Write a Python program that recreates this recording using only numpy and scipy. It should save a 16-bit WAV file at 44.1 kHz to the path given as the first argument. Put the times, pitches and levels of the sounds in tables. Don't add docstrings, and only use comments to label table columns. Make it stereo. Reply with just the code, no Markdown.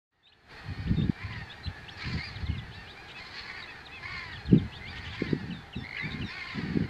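import sys
import numpy as np
from scipy import signal
from scipy.fft import rfft, irfft, next_fast_len
from scipy.io import wavfile
from scipy.ndimage import map_coordinates

SR = 44100
rng = np.random.default_rng(int(sys.argv[2]) if len(sys.argv) > 2 else 0)


def master(y):
    cut = np.clip(np.atleast_2d(y).T, -1, 1)
    pcm = np.round(cut * 32767)
    wavfile.write(sys.argv[1], SR, pcm.astype(np.int16))


N = 303849

# frequency in Hz, spectral density in relative dB.
WASH_SPECTRUM = [(25, -0.5), (70, 9), (280, 1.5), (430, 4.5), (560, -4.5), (800, 5.5), (1000, -2.5),
                 (1400, 0), (1850, 2), (2500, -7), (4100, -8), (5300, -18), (14000, -34)]
LIGHT_WIND_SPECTRUM = [(25, -27), (80, -1), (150, -7.5), (280, -23.5), (800, -84)]
HARD_WIND_SPECTRUM = [(30, -31), (70, -7), (150, 9), (250, 3.5), (470, -12), (600, -28.5), (2000, -100)]
# frequency in Hz, correlation from 0 to 1.
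WASH_COHERENCE = [(100, 1), (400, 0.35), (1200, 0.77), (4500, 0.38), (7500, 0.0167)]
WIND_COHERENCE = [(30, .8), (140, .45), (280, .1)]
# time in seconds, level in dB.
BREEZE = [(.5, -60.5), (2.8, -47.5), (3.0, -63), (3.85, -65), (4.1, -49), (4.95, -43), (5.65, -56)]
# start and length in seconds, level in dB, hardness from 0 to 1.
GUSTS = [(0.629, 0.28, -37, 0.08), (0.856, 0.11, -24.5, 0.18), (0.963, 0.14, -27, 0.7),
         (1.205, 0.25, -40, 0.05), (1.653, 0.07, -33.5, 0), (2.026, 0.19, -34.5, 0.46),
         (2.345, 0.31, -36, 0.07), (4.471, 0.044, -31, 0.04), (4.505, 0.086, -19, 1),
         (4.555, 0.13, -36, 0.45), (5.188, 0.2, -33, 1), (5.344, 0.27, -38.5, 0.97),
         (5.749, 0.1, -35, 0.66), (6.004, 0.29, -35.5, 0.88), (6.543, 0.37, -29.5, 0.96)]
# time in seconds, peak in dB, centre frequency in Hz.
EDDIES = [(1.098, -10.5, 186), (4.532, -3.5, 280), (4.547, -7, 230), (5.222, -10, 337), (5.333, -7.5, 280),
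          (6.773, -10, 251)]
# frequency in Hz, gain in dB.
THROAT = [(600, -24), (1120, -5), (1400, -9), (1850, 2), (2300, -2), (2700, -9), (3200, -12), (3700, -13),
          (4350, -5.5), (4850, -12), (5500, -26), (7000, -32), (10000, -48)]
# start and length in seconds, pitch aimed at in Hz, level in dB,
# harshness from 0 to 1, treble gain in dB.
GULL_CALLS = [(0.486, 0.94, 636.7, -53.5, 0.32, 3.5), (1.168, 0.39, 1097, -45.5, 0.69, -5.5),
              (1.675, 0.3, 920, -54.5, 0, -27), (1.963, 0.5, 1065, -42, 0.99, 4),
              (2.707, 0.23, 972, -50.5, 0.15, 0), (3.156, 0.27, 1127, -46.5, 0.56, 6),
              (3.318, 0.19, 925, -42.5, 0.8, 4), (3.42, 0.43, 1170, -44, 0.98, -2),
              (4.016, 0.43, 1165, -40, 0.71, -2.5), (4.895, 0.32, 975, -45.5, 0.89, -2),
              (5.117, 0.25, 1152, -42.5, 0.85, 0), (5.932, 0.19, 919, -42, 0.4, -10),
              (6.051, 0.28, 1151, -46, 0.74, -3), (6.263, 0.64, 1145, -41.5, 0.83, -1)]
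# start and length in seconds, pitch in Hz, level and relative octave in dB.
CRIES = [(2.17, 0.13, 2126, -40, 0), (3.485, 0.15, 2040, -44.5, -6.5), (4.804, 0.14, 2070, -42.5, -8.5),
         (5.981, 0.13, 2070, -34, -25)]
# share of its length, pitch ratio, gain in dB.
CRY_SHAPE = [(0, .98, -1), (.32, 1, 0), (.5, 1.08, -4), (.64, 1.16, -7), (1, 1.07, -15)]
# start and length in seconds, pips per second, base level in dB,
# growth of the fundamental over the run in dB.
STUTTERS = [(5.839, .032, 111, -42, 0), (5.889, .085, 52.6, -39.5, 6)]
# start and length in seconds, middle pitch in Hz, overall glide in Hz,
# bend of the middle above the ends in Hz, level in dB.
WHISTLES = [(0.227, 0.08, 3730, 750, -120, -41.5), (0.956, 0.097, 3610, 6, -130, -47),
            (1.494, 0.039, 3570, 700, -60, -46.5), (1.631, 0.049, 4050, -42, -42, -44.5),
            (1.897, 0.046, 5400, 1150, 2, -62)]
# start in seconds, level in dB.
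FLICKS = [(0.267, -40), (0.319, -41), (0.868, -48.5), (1.01, -47), (1.322, -47), (1.518, -52), (1.662, -45),
          (1.88, -42)]
SCRATCHES = [(3.08, -47), (4.952, -46), (5.038, -45), (5.119, -45)]
# start in seconds, top pitch in Hz, level in dB.
TICKS = [(2.35, 4150, -46.5), (3.853, 4240, -47), (4.318, 4180, -48), (4.354, 3430, -46.5)]
# delay in seconds, top pitch in Hz, level in dB.
TICK_FIGURE = [(0, 4290, -47), (0.042, 3090, -48.5), (0.083, 3000, -49), (.122, 3770, -46)]
FIGURE_STARTS = [2.455, 4.453]
# start in seconds, level in dB before the note's lift.
ARCHES = [(2.712, -67), (2.869, -65), (4.719, -62), (4.859, -64), (5.076, -64.5), (5.259, -64.5)]
# start and length in seconds, level in dB.
CHIPS = [(3.145, 0.06, -45), (3.67, 0.055, -47), (3.914, 0.077, -44.5)]
# start and length in seconds, first and last pitch in Hz, level in dB.
BUZZES = [(3.621, 0.029, 3900, 3800, -46.5), (6.103, 0.044, 3760, 3760, -45)]
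# start in seconds, level in dB, relative upper voice in dB.
CHINKS = [(5.504, -45, -29), (5.728, -43, -9), (5.968, -43, -19), (6.212, -41.5, -6.5), (6.479, -47.5, -18)]
# time in seconds, gain in dB.
FADE_IN = [(.095, -70), (.125, -26), (.46, -11), (.52, 0)]

NOTE_SCATTER = .02


def amp(db):
    return 10 ** (np.asarray(db) / 20)


def unit(x):
    return x / np.sqrt(np.mean(x ** 2) + 1e-20)


def along(points, hz):
    f, v = np.transpose(points)
    return np.interp(np.log(hz + 1), np.log(f + 1), v)


def curve(rows):
    return np.interp(np.arange(N) / SR, *np.transpose(rows))


def wobble(rate, size):
    knots = rng.standard_normal(int(size * rate / SR) + 4)
    return map_coordinates(knots, [np.arange(size) * rate / SR])


def filtered(x, response):
    size = x.shape[-1]
    m = next_fast_len(size + SR // 10)
    return irfft(rfft(x, m) * response(np.fft.rfftfreq(m, 1 / SR)), m)[..., :size]


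def rush(spectrum, coherence):
    def response(hz):
        angle = np.arccos(np.clip(along(coherence, hz), -1, 1)) / 2
        return amp(along(spectrum, hz)) * [np.cos(angle), np.sin(angle)]
    mid, side = filtered(rng.standard_normal((2, N)), response)
    return unit(np.array([mid + side, mid - side]))


def add(track, s, sound):
    start = max(round(s * SR), 0)
    room = track[start:start + len(sound)]
    room += sound[:len(room)]


def progress(length):
    return np.linspace(0, 1, max(int(length * SR), 2))


def phase(hz):
    return 2 * np.pi * np.cumsum(hz) / SR


def swell(u):
    return np.sqrt(np.abs(np.sin(np.pi * u)))


def arch(u, foot_hz, middle_hz):
    return middle_hz + (foot_hz - middle_hz) * (2 * u - 1) ** 2


def syrinx(pitch_hz, overtone_db=-31, waver=.011):
    size = len(pitch_hz)
    p = phase(pitch_hz * (1 + waver * wobble(373.7, size)))
    overtones = amp(overtone_db) * np.sin(2 * p) + amp(2.1 * overtone_db) * np.sin(3 * p)
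    return unit(amp(2.2 * wobble(190, size)) * (np.sin(p) + overtones))


def marsh_wash(level_db=-48.9):
    return amp(level_db + wobble(4.33, N) / 2) * rush(WASH_SPECTRUM, WASH_COHERENCE)


def wind(lump_db=3.8, sway_db=3, edge_s=.012):
    light, hard = amp(curve(BREEZE) + sway_db * wobble(36, N)), np.zeros(N)
    for s, length, db, hardness in GUSTS:
        u = progress(length)
        edges = np.minimum(1, np.minimum(u, 1 - u) * length / edge_s)
        push = amp(db) * unit(edges * swell(u) * amp(lump_db * wobble(42.1, len(u))))
        add(light, s, np.sqrt(1 - hardness) * push)
        add(hard, s, np.sqrt(hardness) * push)
    rumble = light * rush(LIGHT_WIND_SPECTRUM, WIND_COHERENCE)
    return rumble + hard * rush(HARD_WIND_SPECTRUM, WIND_COHERENCE)


def gull(length, top_hz, harsh, treble_db, rise_s=.014, hold=.42, rest_hz=506, sag_s=.48, rattle_hz=64):
    u = progress(length)
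    t, size = u * length, len(u)
    closing = np.clip((u - hold) / (1 - hold), 0, 1)
    effort = amp(-10 * closing) * (1 - np.exp(-t / rise_s)) * np.minimum(1, 10 * (1 - u))
    strain = harsh * np.sqrt(effort)
    rattle = phase(rattle_hz * np.exp(.14 * rng.normal() + .34 * wobble(90, size)))
    sag_hz = (top_hz - rest_hz) * (1 - np.exp(-length / sag_s))
    pitch = (top_hz - sag_hz * u ** 1.5) * (1 - .22 * np.exp(-t / rise_s / 3))
    shake = (.014 + .022 * strain) * np.sin(rattle + 1) + .032 * strain * wobble(520, size)
    p = phase(pitch * (1 + .012 * wobble(18, size) + shake))

    def partial(k):
        shimmer = amp((2 + 2 * strain) * wobble(70, size))
        offset = rng.uniform(0, 2 * np.pi)
        wander = k % 1 * 3 * strain * wobble(60, size)
        return shimmer * np.sin(k * p + offset + wander)

    subharmonics = sum(partial(k / 3) for k in range(4, 28) if k % 3)
    voice = unit(sum(partial(k) for k in range(1, 10)) + (.1 + .8 * strain) * subharmonics)
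    pulsed = voice * amp((1.2 + 2 * strain) * np.cos(rattle) + 1.5 * wobble(45, size))

    def bill(ring_hz, ring_db):
        throat = lambda hz: along(THROAT, hz) + treble_db * np.log2(np.clip(hz / 2000, 1, 2))
        ring = lambda hz: ring_db * np.exp(-((hz - ring_hz) / 300) ** 2)
        return filtered(pulsed, lambda hz: amp(throat(hz) + ring(hz)))

    return effort * unit((1 - closing) * bill(2300, 2) + closing * bill(1550, 5))


def colony(far_db=-55, far_count=38):
    out = np.zeros(N)
    for s, length, top_hz, db, harsh, treble_db in GULL_CALLS:
        add(out, s, amp(db) * gull(length, top_hz, harsh, treble_db))
    for i, (when, size, pitch, rough, near) in enumerate(rng.random((far_count, 5))):
        call = gull(.25 + .3 * size, 760 + 380 * pitch, .25 * rough, treble_db=-1)
        add(out, (i + when) / far_count * N / SR, amp(far_db + 6 * (near - .5)) * call)
    return out


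def shore_echo(birds, banks_s=.45, grass_s=.09):
    t = np.arange(SR // 2) / SR
    banks = rng.standard_normal((2, len(t))) * amp(-60 * t / banks_s)
    grass = rng.standard_normal(len(t)) * amp(-60 * t / grass_s) * (t > .003)
    response = amp(-14) * banks / np.linalg.norm(banks[0]) + amp(-12) * grass / np.linalg.norm(grass)
    return signal.fftconvolve(birds[None], response, axes=1)[:, :N]


def whistles(out):
    for s, length, hz, glide_hz, bend_hz, db in WHISTLES:
        u = progress(length)
        pitch = arch(u, hz - bend_hz, hz) + glide_hz * (u - .5)
        add(out, s, amp(db) * swell(u) * syrinx(pitch, waver=.02))


def flicks(out, length=.02, from_hz=2500, to_hz=4150):
    u = progress(length)
    for s, db in FLICKS:
        pitch = (1 + NOTE_SCATTER * rng.normal()) * (from_hz + (to_hz - from_hz) * u ** 1.5)
        add(out, s, amp(db) * swell(u) * syrinx(pitch, waver=.03))


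def thuds(lag_s=.00063, cutoff_hz=600):
    out = np.zeros((2, N))
    t = np.arange(-SR // 20, SR // 20) / SR
    for (s, db, eddy_hz), side in zip(EDDIES, np.sign(rng.standard_normal(len(EDDIES)))):
        for port, sign in zip(out, (side, -side)):
            u = np.pi * eddy_hz * (t + sign * lag_s * np.sqrt(amp(db)))
            add(port, s + t[0], amp(db) * (2 * u * u - 1) * np.exp(-u * u))
    return filtered(out, lambda hz: 1 / (1 + (hz / cutoff_hz) ** 10))


def gull_cries(out, flutter_hz=88):
    share, ratio, shape_db = np.transpose(CRY_SHAPE)
    for s, length, hz, db, octave_db in CRIES:
        u = progress(length)
        flutter = 1 + 1.2 * (1 - u) ** 4 * np.sin(2 * np.pi * flutter_hz * length * u - 2)
        pitch = hz * np.interp(u, share, ratio)
        tone = amp(np.interp(u, share, shape_db)) * syrinx(pitch, overtone_db=-18)
        octave = amp(octave_db) * u * syrinx(2 * pitch)
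        add(out, s, amp(db) * swell(u) * flutter * (tone + octave))


def ticks(out, length=.027, rest_hz=2250, fall=.74):
    u = progress(length)
    figures = [(start + s, hz, db) for start in FIGURE_STARTS for s, hz, db in TICK_FIGURE]
    for s, hz, db in list(TICKS) + figures:
        add(out, s, amp(db) * swell(u) * syrinx(hz - fall * (hz - rest_hz) * u ** 2, waver=.03))


def arches(out, length=.078, foot_hz=2700, top_hz=3850, lift_db=18, fade_db=9):
    u = progress(length)
    for s, db in ARCHES:
        pitch = (1 + NOTE_SCATTER * rng.normal()) * arch(u ** 1.6, foot_hz, top_hz)
        voices = syrinx(pitch, waver=.02) + amp(-7) * syrinx(1.21 * pitch, waver=.025)
        add(out, s, amp(db + lift_db - fade_db * u) * swell(u) * voices)


def scratches(out, length=.048, centre_hz=3200):
    u = progress(length)
    for s, db in SCRATCHES:
        pitch = centre_hz * (1 + .1 * wobble(1500, len(u)))
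        add(out, s, amp(db) * swell(u) * syrinx(pitch, overtone_db=-20, waver=.1))


def chips(out, pitch_hz=870):
    for s, length, db in CHIPS:
        u = progress(length)
        p = phase(pitch_hz * (1 - .3 * (u - .4) ** 2 + NOTE_SCATTER / 2 * wobble(300, len(u))))
        harmonics = sum(np.sin((k + 3) * p) / 3 ** k for k in range(3))
        add(out, s, amp(db) * swell(u) * unit(harmonics))


def buzzes(out, beat_hz=84, deviation_hz=170):
    for s, length, start_hz, end_hz, db in BUZZES:
        u = progress(length)
        beat = 2 * np.pi * beat_hz * length * u
        pitch = start_hz + (end_hz - start_hz) * u + deviation_hz * np.sin(beat)
        add(out, s, amp(db) * swell(u) * (1 - .89 * np.cos(beat)) * syrinx(pitch))


def chinks(out):
    for s, db, upper_db in CHINKS:
        u = progress(.0273)
        add(out, s, amp(db) * swell(u) * syrinx(2630 + 600 * (1 - u) ** 2, waver=.012))
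        u = progress(.13)
        slide = (3480 + 620 * np.exp(-u / .2)) * (1 + NOTE_SCATTER / 2 * rng.normal())
        voices = syrinx(slide, waver=.014) + amp(upper_db) * np.sin(np.pi * u) ** 2 * syrinx(1.5 * slide)
        add(out, s + .021, amp(db - 21 * u) * swell(u) * voices)


def stutter(out, pip_s=.0076, top_hz=2180, octave_db=-10.5):
    u = progress(pip_s)
    for s, length, rate, db, growth_db in STUTTERS:
        for t in np.arange(0, length, 1 / rate):
            p = phase(arch(u, .75 * top_hz, top_hz) * (1 + NOTE_SCATTER * rng.normal()))
            pip = amp(growth_db * t / length) * np.sin(p) + amp(octave_db) * np.sin(2 * p)
            add(out, s + t, 2 * amp(db) * np.sin(np.pi * u) ** 2 * pip)


def scene():
    birds = colony()
    for add_notes in (whistles, flicks, gull_cries, ticks, arches, scratches, chips, buzzes, chinks):
        add_notes(birds)
    stutter(birds)
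    return birds + shore_echo(birds) + marsh_wash() + wind() + thuds()


def record(dry, top_hz=14400):
    return filtered(dry * amp(curve(FADE_IN)), lambda hz: hz < top_hz)


dry = scene()
out = record(dry)
master(out)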